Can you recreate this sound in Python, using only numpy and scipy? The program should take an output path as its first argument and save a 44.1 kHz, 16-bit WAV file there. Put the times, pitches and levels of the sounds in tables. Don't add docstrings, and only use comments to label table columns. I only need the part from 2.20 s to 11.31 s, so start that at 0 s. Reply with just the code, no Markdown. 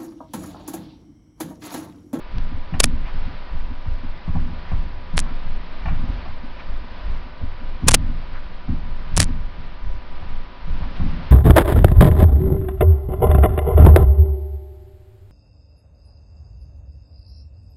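import sys
import numpy as np
from scipy import signal
from scipy.fft import rfft, irfft, next_fast_len
from scipy.io import wavfile
from scipy.ndimage import map_coordinates

SR = 44100
rng = np.random.default_rng(int(sys.argv[2]) if len(sys.argv) > 2 else 0)


def store_pcm(level_fs):
    pcm = np.round(np.clip(level_fs, -1, 1) * 32767).astype(np.int16)
    wavfile.write(sys.argv[1], SR, np.atleast_2d(pcm).T)


def convert_level_to_amplitude(level_db):
    exponent = np.asarray(level_db, float) / 20
    return 10 ** exponent


N = 401751


def unit(x):
    return x / np.sqrt(np.mean(x ** 2) + 1e-20)


def along(points, hz):
    f, v = np.transpose(points)
    return convert_level_to_amplitude(np.interp(np.log(hz + 1), np.log(f + 1), v, left=-120, right=-120))


def filtered(x, response):
    size = next_fast_len(N + SR // 2, True)
    hz = np.fft.rfftfreq(size, 1 / SR)
    return irfft(rfft(x, size) * response(hz), size)[..., :N]


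def resonant(modes):
    def response(f):
        total = 0
        for k, (centre, width, db) in enumerate(modes):
            damping = 1j * f * width
            sign = (-1) ** k
            total = total + sign * convert_level_to_amplitude(db) * damping / (centre * centre - f * f + damping)
        return total
    return response


def wobble(rate):
    points = rng.standard_normal(int(N * rate / SR) + 4)
    return map_coordinates(points, [np.arange(N) * rate / SR])


def bursts(times, levels_db, t60s, attack):
    power = np.zeros(N + SR)
    t = np.arange(SR // 2) / SR
    for s, db, t60 in zip(times, levels_db, t60s):
        decay = convert_level_to_amplitude(db - 60 * t / max(t60, .02))
        rise = 1 - np.exp(-t / attack)
        power[round(s * SR):][:len(t)] += (decay * rise) ** 2
    return np.sqrt(power[:N])


def hump(centre, width):
    span = np.arange(round((centre - width / 2) * SR), round((centre + width / 2) * SR))
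    return span, np.cos(np.pi * (span / SR - centre) / width) ** 2


def electronics():
    # (time [s], level [dB])
    gain = [(0.0, -47.5), (0.81, -45), (1.42, -45.5), (2.94, -46), (3.17, -44), (5.17, -46), (5.66, -46),
            (5.89, -45), (6.39, -46), (6.98, -45.5), (7.69, -48), (8.32, -46.5), (9.11, -43.5)]
    # (frequency [Hz], level per Hz [dB])
    hiss_colour = [(55, 7.5), (110, -10), (250, -8.5), (420, -15.5), (550, -12), (1000, -12.5), (1800, -16),
                   (3000, -20.5), (4600, -26), (5450, -33.5), (5650, -43.5), (6250, -44), (6400, -89.5)]
    # (frequency [Hz], level [dB])
    buzz_tones = [(376.8, -61), (527.6, -58), (602.9, -58.5), (904.4, -66), (979.8, -53), (1050, -63.5),
                  (1206, -58), (1507, -62), (1884, -68.5), (2105, -70.5), (2331, -66.5)]
    # (time [s], level [dB])
    tick = (.184, -21)
    level_db = np.interp(np.arange(N) / SR, *np.transpose(gain))
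    noise = unit(filtered(rng.standard_normal(N), lambda f: along(hiss_colour, f)))
    hiss = convert_level_to_amplitude(level_db + 4.0 + 0.88 * wobble(5)) * noise
    tick_s, tick_db = tick
    hiss[round(tick_s * SR):][:6] += convert_level_to_amplitude(tick_db)
    t = np.arange(N) / SR + .00006 * wobble(8)
    buzz = sum(convert_level_to_amplitude(db + 2.0) * np.sin(2 * np.pi * hz * t) for hz, db in buzz_tones)
    return hiss + buzz


def contacts():
    # (time [s], sway [dB], shudder [dB], boom [dB], knock [dB])
    landings = [(0.139, -40, -28, -25, -36), (0.327, -17.5, -36, -21.5, -42),
                (0.525, -17.5, -34.5, -18.5, -22), (0.735, -15.5, -35.5, -23.5, -36.5),
                (0.942, -12.5, -31.5, -28, -34.5), (1.338, -13.5, -28.5, -28, -37),
                (1.662, -16, -29, -17.5, -37.5), (2.078, -15.5, -30, -15, -23.5),
                (2.518, -11, -25.5, -13.5, -26.5), (2.937, -10.5, -27.5, -24, -24.5),
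                (3.257, -10.5, -30.5, -26, -37.5), (3.654, -21.5, -27.5, -18.5, -29),
                (4.479, -16, -31.5, -31.5, -38.5), (4.88, -17, -28.5, -24.5, -46),
                (5.215, -18, -40, -17, -44), (5.667, -12, -26, -2.5, -18), (6.484, -17, -32, -12.5, -25),
                (6.68, -18, -50, -37, -49), (6.918, -14, -34.5, -19, -32.5),
                (7.182, -20, -34.5, -24.5, -45), (7.651, -14.5, -26, -30, -44.5),
                (8.102, -14.5, -34, -28, -36.5), (8.474, -12, -27, -26, -29.5),
                (8.799, -9, -25.5, -14, -21)]
    # (time [s], sway [dB], boom [dB], knock [dB])
    heels = [(0.166, -12, -24.5, -29.5), (0.631, -11.5, -17.5, -21.5), (1.049, -40, -26.5, -40.5),
             (1.14, -23, -37.5, -48.5), (1.502, -21.5, -24.5, -43), (1.835, -18, -28.5, -40.5),
             (2.152, -11.5, -15.5, -22.5), (2.299, -24, -26.5, -39), (2.72, -26, -36.5, -49.5),
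             (3.1, -16, -28.5, -45), (3.5, -21.5, -42.5, -50.5), (3.711, -8, -17, -25.5),
             (3.82, -22.5, -20.5, -37.5), (3.88, -40, -19.5, -36.5), (4.075, -20, -28, -47),
             (4.22, -22.5, -36.5, -45.5), (5.43, -19.5, -30.5, -47), (5.624, -41, -16.5, -30),
             (5.818, -17.5, -21, -35), (5.9, -20, -31, -50), (6.12, -20, -31.5, -46),
             (6.301, -24.5, -36.5, -46), (6.973, -9, -9.5, -20), (7.095, -17.5, -26, -42),
             (7.383, -24.5, -28, -36.5), (7.9, -20, -44.5, -48.5), (8.011, -37, -28, -39),
             (8.604, -20, -20.5, -29.5), (8.84, -33, -16.5, -23.5), (8.998, -28, -24.5, -35.5)]
    heel_shudder_db = -11
    rolls = [(s, sway, boom + heel_shudder_db, boom, knock) for s, sway, boom, knock in heels]
    return np.transpose(landings + rolls)


def floor_levels():
    s, sway_db, shudder_db, boom_db, knock_db = contacts()
    restless_db = 4 * wobble(7)
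    powers = []
    # (levels [dB], peak after contact [s], swell length [s], rest level [dB])
    slow = [(sway_db, .055, .24, -30.5), (shudder_db, .055, .28, -44.5)]
    for levels_db, lag, length, rest_db in slow:
        power = np.pad(convert_level_to_amplitude(rest_db + restless_db) ** 2, (0, SR))
        for at, db in zip(s, levels_db):
            span, swell = hump(max(at + lag, length / 2), length)
            power[span] += (convert_level_to_amplitude(db) * swell) ** 2
        powers.append(power[:N])
    # (levels [dB], rise [s], t60 [s], level over the contact [dB], rest level [dB])
    rumbling = [(boom_db, .3, .6647, 1, -49), (knock_db, .09, .6, 3.5, -51.5)]
    for levels_db, rise, t60, over_db, rest_db in rumbling:
        swell = bursts(s, levels_db + over_db, np.full(len(s), t60), rise)
        powers.append(swell ** 2 + convert_level_to_amplitude(rest_db + restless_db) ** 2)
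    return 10 * np.log10(powers)


def joists(sway_db, shudder_db, load_db):
    rest_hz, stiffen_hz_per_db, drift_hz = 12, 0.29, 1.9
    sway_hz = rest_hz + stiffen_hz_per_db * (load_db - load_db.min()) + drift_hz * wobble(4)
    sway = convert_level_to_amplitude(sway_db + 0.93) * np.sin(2 * np.pi * np.cumsum(sway_hz) / SR)
    shudder_modes = [(27.8, 12.95, -2.1), (43, 12.1, 1)]  # (frequency [Hz], width [Hz], level [dB])
    shudder = unit(filtered(rng.standard_normal(N), resonant(shudder_modes)))
    swing = sway + convert_level_to_amplitude(shudder_db + 3.5) * shudder
    return swing / (1 + np.abs(swing / .21) ** 6) ** (1 / 6)


def struck(modes, times, blow_db, rumble_db):
    noise = rng.standard_normal(N)
    blows = np.zeros(N)
    blows[np.round(times * SR).astype(int)] = convert_level_to_amplitude(blow_db)
    cushion = lambda f: 1 / (1 + 1j * f / 330) ** 3
    rumble, ring = filtered(np.array([noise, blows]), lambda f: resonant(modes)(f) * cushion(f))
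    return (convert_level_to_amplitude(rumble_db) * rumble + ring) / np.std(rumble)


def boards(boom_on_db, knock_on_db):
    # (frequency [Hz], width [Hz], level [dB])
    boom_modes = [(61.5, 11, -1), (82.2, 7.5, 0.5), (108.4, 10, -4.5)]
    # (frequency [Hz], width [Hz], level [dB])
    knock_modes = [(160, 16, 1), (189, 20, -8.5)]
    # (frequency [Hz], width [Hz], level [dB])
    panel_modes = [(236, 21, 1.5), (281, 15, -2.5), (310, 20, -7)]
    # (time [s], level [dB])
    panel_jolts = [(0.312, -34), (0.367, -38), (0.635, -20), (0.727, -28.5), (1.075, -33), (1.507, -32.5),
                   (1.835, -32), (2.254, -41), (2.325, -37), (2.994, -31.5), (3.105, -33.5), (3.83, -29.5),
                   (3.89, -31), (4.234, -31.5), (4.644, -42), (5.06, -40), (5.231, -32.5), (5.41, -37),
                   (5.633, -23.5), (5.738, -16.5), (5.887, -30), (6.483, -23.5), (6.521, -25.5),
                   (6.998, -21.5), (7.091, -28), (8.659, -31.5), (8.838, -24.5), (8.957, -34.5)]
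    s, _, _, boom_db, knock_db = contacts()
    panel_lag_s, panel_under_knock_db = .012, 11
    contact_jolts = [s + panel_lag_s, knock_db - panel_under_knock_db]
    jolt_s, jolt_db = np.hstack([np.transpose(panel_jolts), contact_jolts])
    boom = struck(boom_modes, s, boom_db + 24.5, boom_on_db - 4.5)
    knock = struck(knock_modes, s, knock_db + 27.5, knock_on_db - 4.5)
    panel = struck(panel_modes, jolt_s, jolt_db + 26.5, knock_on_db - 8.0)
    return boom + knock + panel


def shelf():
    # (time [s], lower modes level [dB], upper modes level [dB], t60 [s])
    rattles = [(0.537, -24.5, -28, 0.1), (0.551, -29, -51, 0.12), (1.652, -32, -44, 0.067),
               (2.075, -32, -49.5, 0.11), (2.152, -23.5, -49, 0.11), (2.513, -28, -43, 0.13),
               (3.655, -21.5, -25, 0.099), (3.68, -25.5, -29, 0.12), (3.711, -38, -39, 0.12),
               (3.744, -36, -41, 0.12), (4.052, -30, -44.5, 0.12), (5.621, -33, -48.5, 0.12),
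               (6.476, -37, -47.5, 0.2), (8.023, -32.5, -53, 0.084), (8.799, -30, -49, 0.12)]
    # (frequency [Hz], width [Hz], level [dB])
    low_modes = [(647, 70, -6), (780, 78, 1), (1110, 110, -2)]
    # (frequency [Hz], width [Hz], level [dB])
    high_modes = [(1460, 150, -1.5), (1901.5, 160, -3), (2350, 120, -1), (2900, 145, -7.5)]
    s, low_db, high_db, t60 = np.transpose(rattles)
    out = 0
    for modes, level_db in ((low_modes, low_db - 7.0), (high_modes, high_db - 7.0)):
        chatter = rng.standard_normal(N) * convert_level_to_amplitude(3 * rng.standard_normal(N))
        scale = np.std(filtered(chatter, resonant(modes)))
        shaken = chatter * bursts(s, level_db, t60, attack=0.00048)
        out = out + filtered(shaken, resonant(modes)) / scale
    return out


def overflow(x):
    # (time [s], length [ms], limit the wave sits on [+1 or -1],
    #             share of samples flipped [0-1], depth [0-1])
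    wraps = [(.6014, 4.5, -1, .13, 1), (.6375, .3, 1, .4, .4), (.6408, 2.3, 1, .45, 1), (.657, 0, 1, 1, .1),
             (2.973, 0, 1, 1, .12), (2.9788, .1, -1, .5, 1), (2.9918, 0, -1, 1, .95), (3.002, 0, 1, 1, .35),
             (5.678, .1, 1, 0, .5), (5.683, 5.2, 1, .5, 1), (5.6915, .3, 1, .5, .8), (5.712, 0, -1, 1, .95),
             (5.7173, .15, -1, .5, 1), (5.7305, 0, 1, 1, .12), (5.736, 0, 1, 1, .65), (5.7415, 7, 1, .5, 1),
             (6.9668, 0, 1, 1, .35), (6.9722, 0, -1, 1, 1), (6.9774, .4, -1, .5, 1),
             (7.0018, 2.4, 1, .45, 1), (7.0133, 0, 1, 1, .3), (7.0181, 0, -1, 1, .95),
             (7.0292, 0, -1, 1, 1), (7.0425, 0, 1, 1, .2)]
    # (centre [s], width [ms], level [dB])
    fizz_swells = [(0.6042, 18.7, -21.5), (.64, 18.7, -21), (.653, 8.6, -42), (2.976, 24, -33.5),
                   (2.994, 20.8, -29), (5.675, 9.1, -31), (5.687, 23, -16), (5.714, 19.8, -26),
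                   (5.728, 18, -38), (5.746, 21, -14), (6.97, 18, -31), (6.98, 14.7, -27),
                   (7.002, 17.7, -19), (7.019, 30, -29.5), (7.033, 19, -34)]
    # (frequency [Hz], level [dB])
    fizz_colour = [(300, -21.5), (900, 0.5), (3000, 0), (10500, -3.5), (11000, -12.5), (12200, -14.5),
                   (12700, -39), (16000, -44), (16600, -89)]
    wave = x.copy()
    jumps = np.zeros((2, N))
    luck = rng.random(N)
    for s, length_ms, side, share, depth in wraps:
        span, pin = hump(s + length_ms / 2000, .003 * length_ms + .01)
        lean = side * (0.25 + 0.02 * length_ms)
        wave[span] += depth ** 2 * pin * (lean - wave[span])
        at = round(s * SR) + 2 * np.arange(int(length_ms * SR / 2000) + 1)
        hit = at[(luck[at] < share) | (at == at[0]) | (at == at[-1])]
        jumps[int(depth < .5), hit] = depth * (-side * 0.79 - wave[hit])

    smear = np.zeros(N)
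    for s, width_ms, db in fizz_swells:
        span, swell = hump(s, width_ms / 1000)
        smear[span] += convert_level_to_amplitude(db) * swell ** 0.5
    fizz = smear * unit(filtered(rng.standard_normal(N), lambda f: along(fizz_colour, f)))

    def jump_colour(f):
        images = 2 / (1 + (f / 10700) ** 40) + 0.097
        deep = f ** 2 / (f ** 2 + 260 ** 2)
        shallow = 3.6 * f ** 4 / (f ** 4 + 4500 ** 4) / (1 + (f / 11500) ** 16)
        return images * np.array([deep, shallow])

    wave = wave + fizz + filtered(jumps, jump_colour).sum(axis=0)
    return wave / (1 + np.abs(wave / .76) ** 8) ** (1 / 8)


def socks():
    # (centre [s], width [ms], centre frequency [Hz], level [dB])
    scuffs = [(.875, 130, 2300, -45.5), (.885, 60, 1000, -41), (2.49, 120, 1800, -45),
              (3.08, 160, 1200, -43), (3.72, 130, 1300, -47), (3.83, 166, 1100, -49),
              (4.4, 72, 2000, -44.5), (5.212, 30, 750, -41), (6.165, 90, 1530, -42),
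              (8.63, 90, 1000, -42.5), (8.77, 60, 2600, -43.5)]
    out = np.zeros(N)
    for s, width_ms, hz, db in scuffs:
        span, swell = hump(s, width_ms / 1000)
        band = signal.butter(2, [hz / 1.51, hz * 1.21], "band", fs=SR, output="sos")
        brush = unit(signal.sosfilt(band, rng.standard_normal(SR // 2)))
        out[span] += convert_level_to_amplitude(db) * swell * brush[-len(span):]
    return out


def scene():
    sway_db, shudder_db, boom_db, knock_db = floor_levels()
    floor = joists(sway_db, shudder_db, boom_db) + boards(boom_db, knock_db)
    return (electronics() + floor + shelf() + socks())[None]


def top_cut(x):
    return signal.sosfilt(signal.butter(12, 16800, fs=SR, output="sos"), x)


def record(dry):
    heard = filtered(dry[0], lambda f: 1 / (1 + (f / 6350) ** 60))
    stored = filtered(overflow(heard), lambda f: 1 / (1 + (f / 15900) ** 60))
    return top_cut(stored[None])


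dry = scene()
out = record(dry)
store_pcm(out)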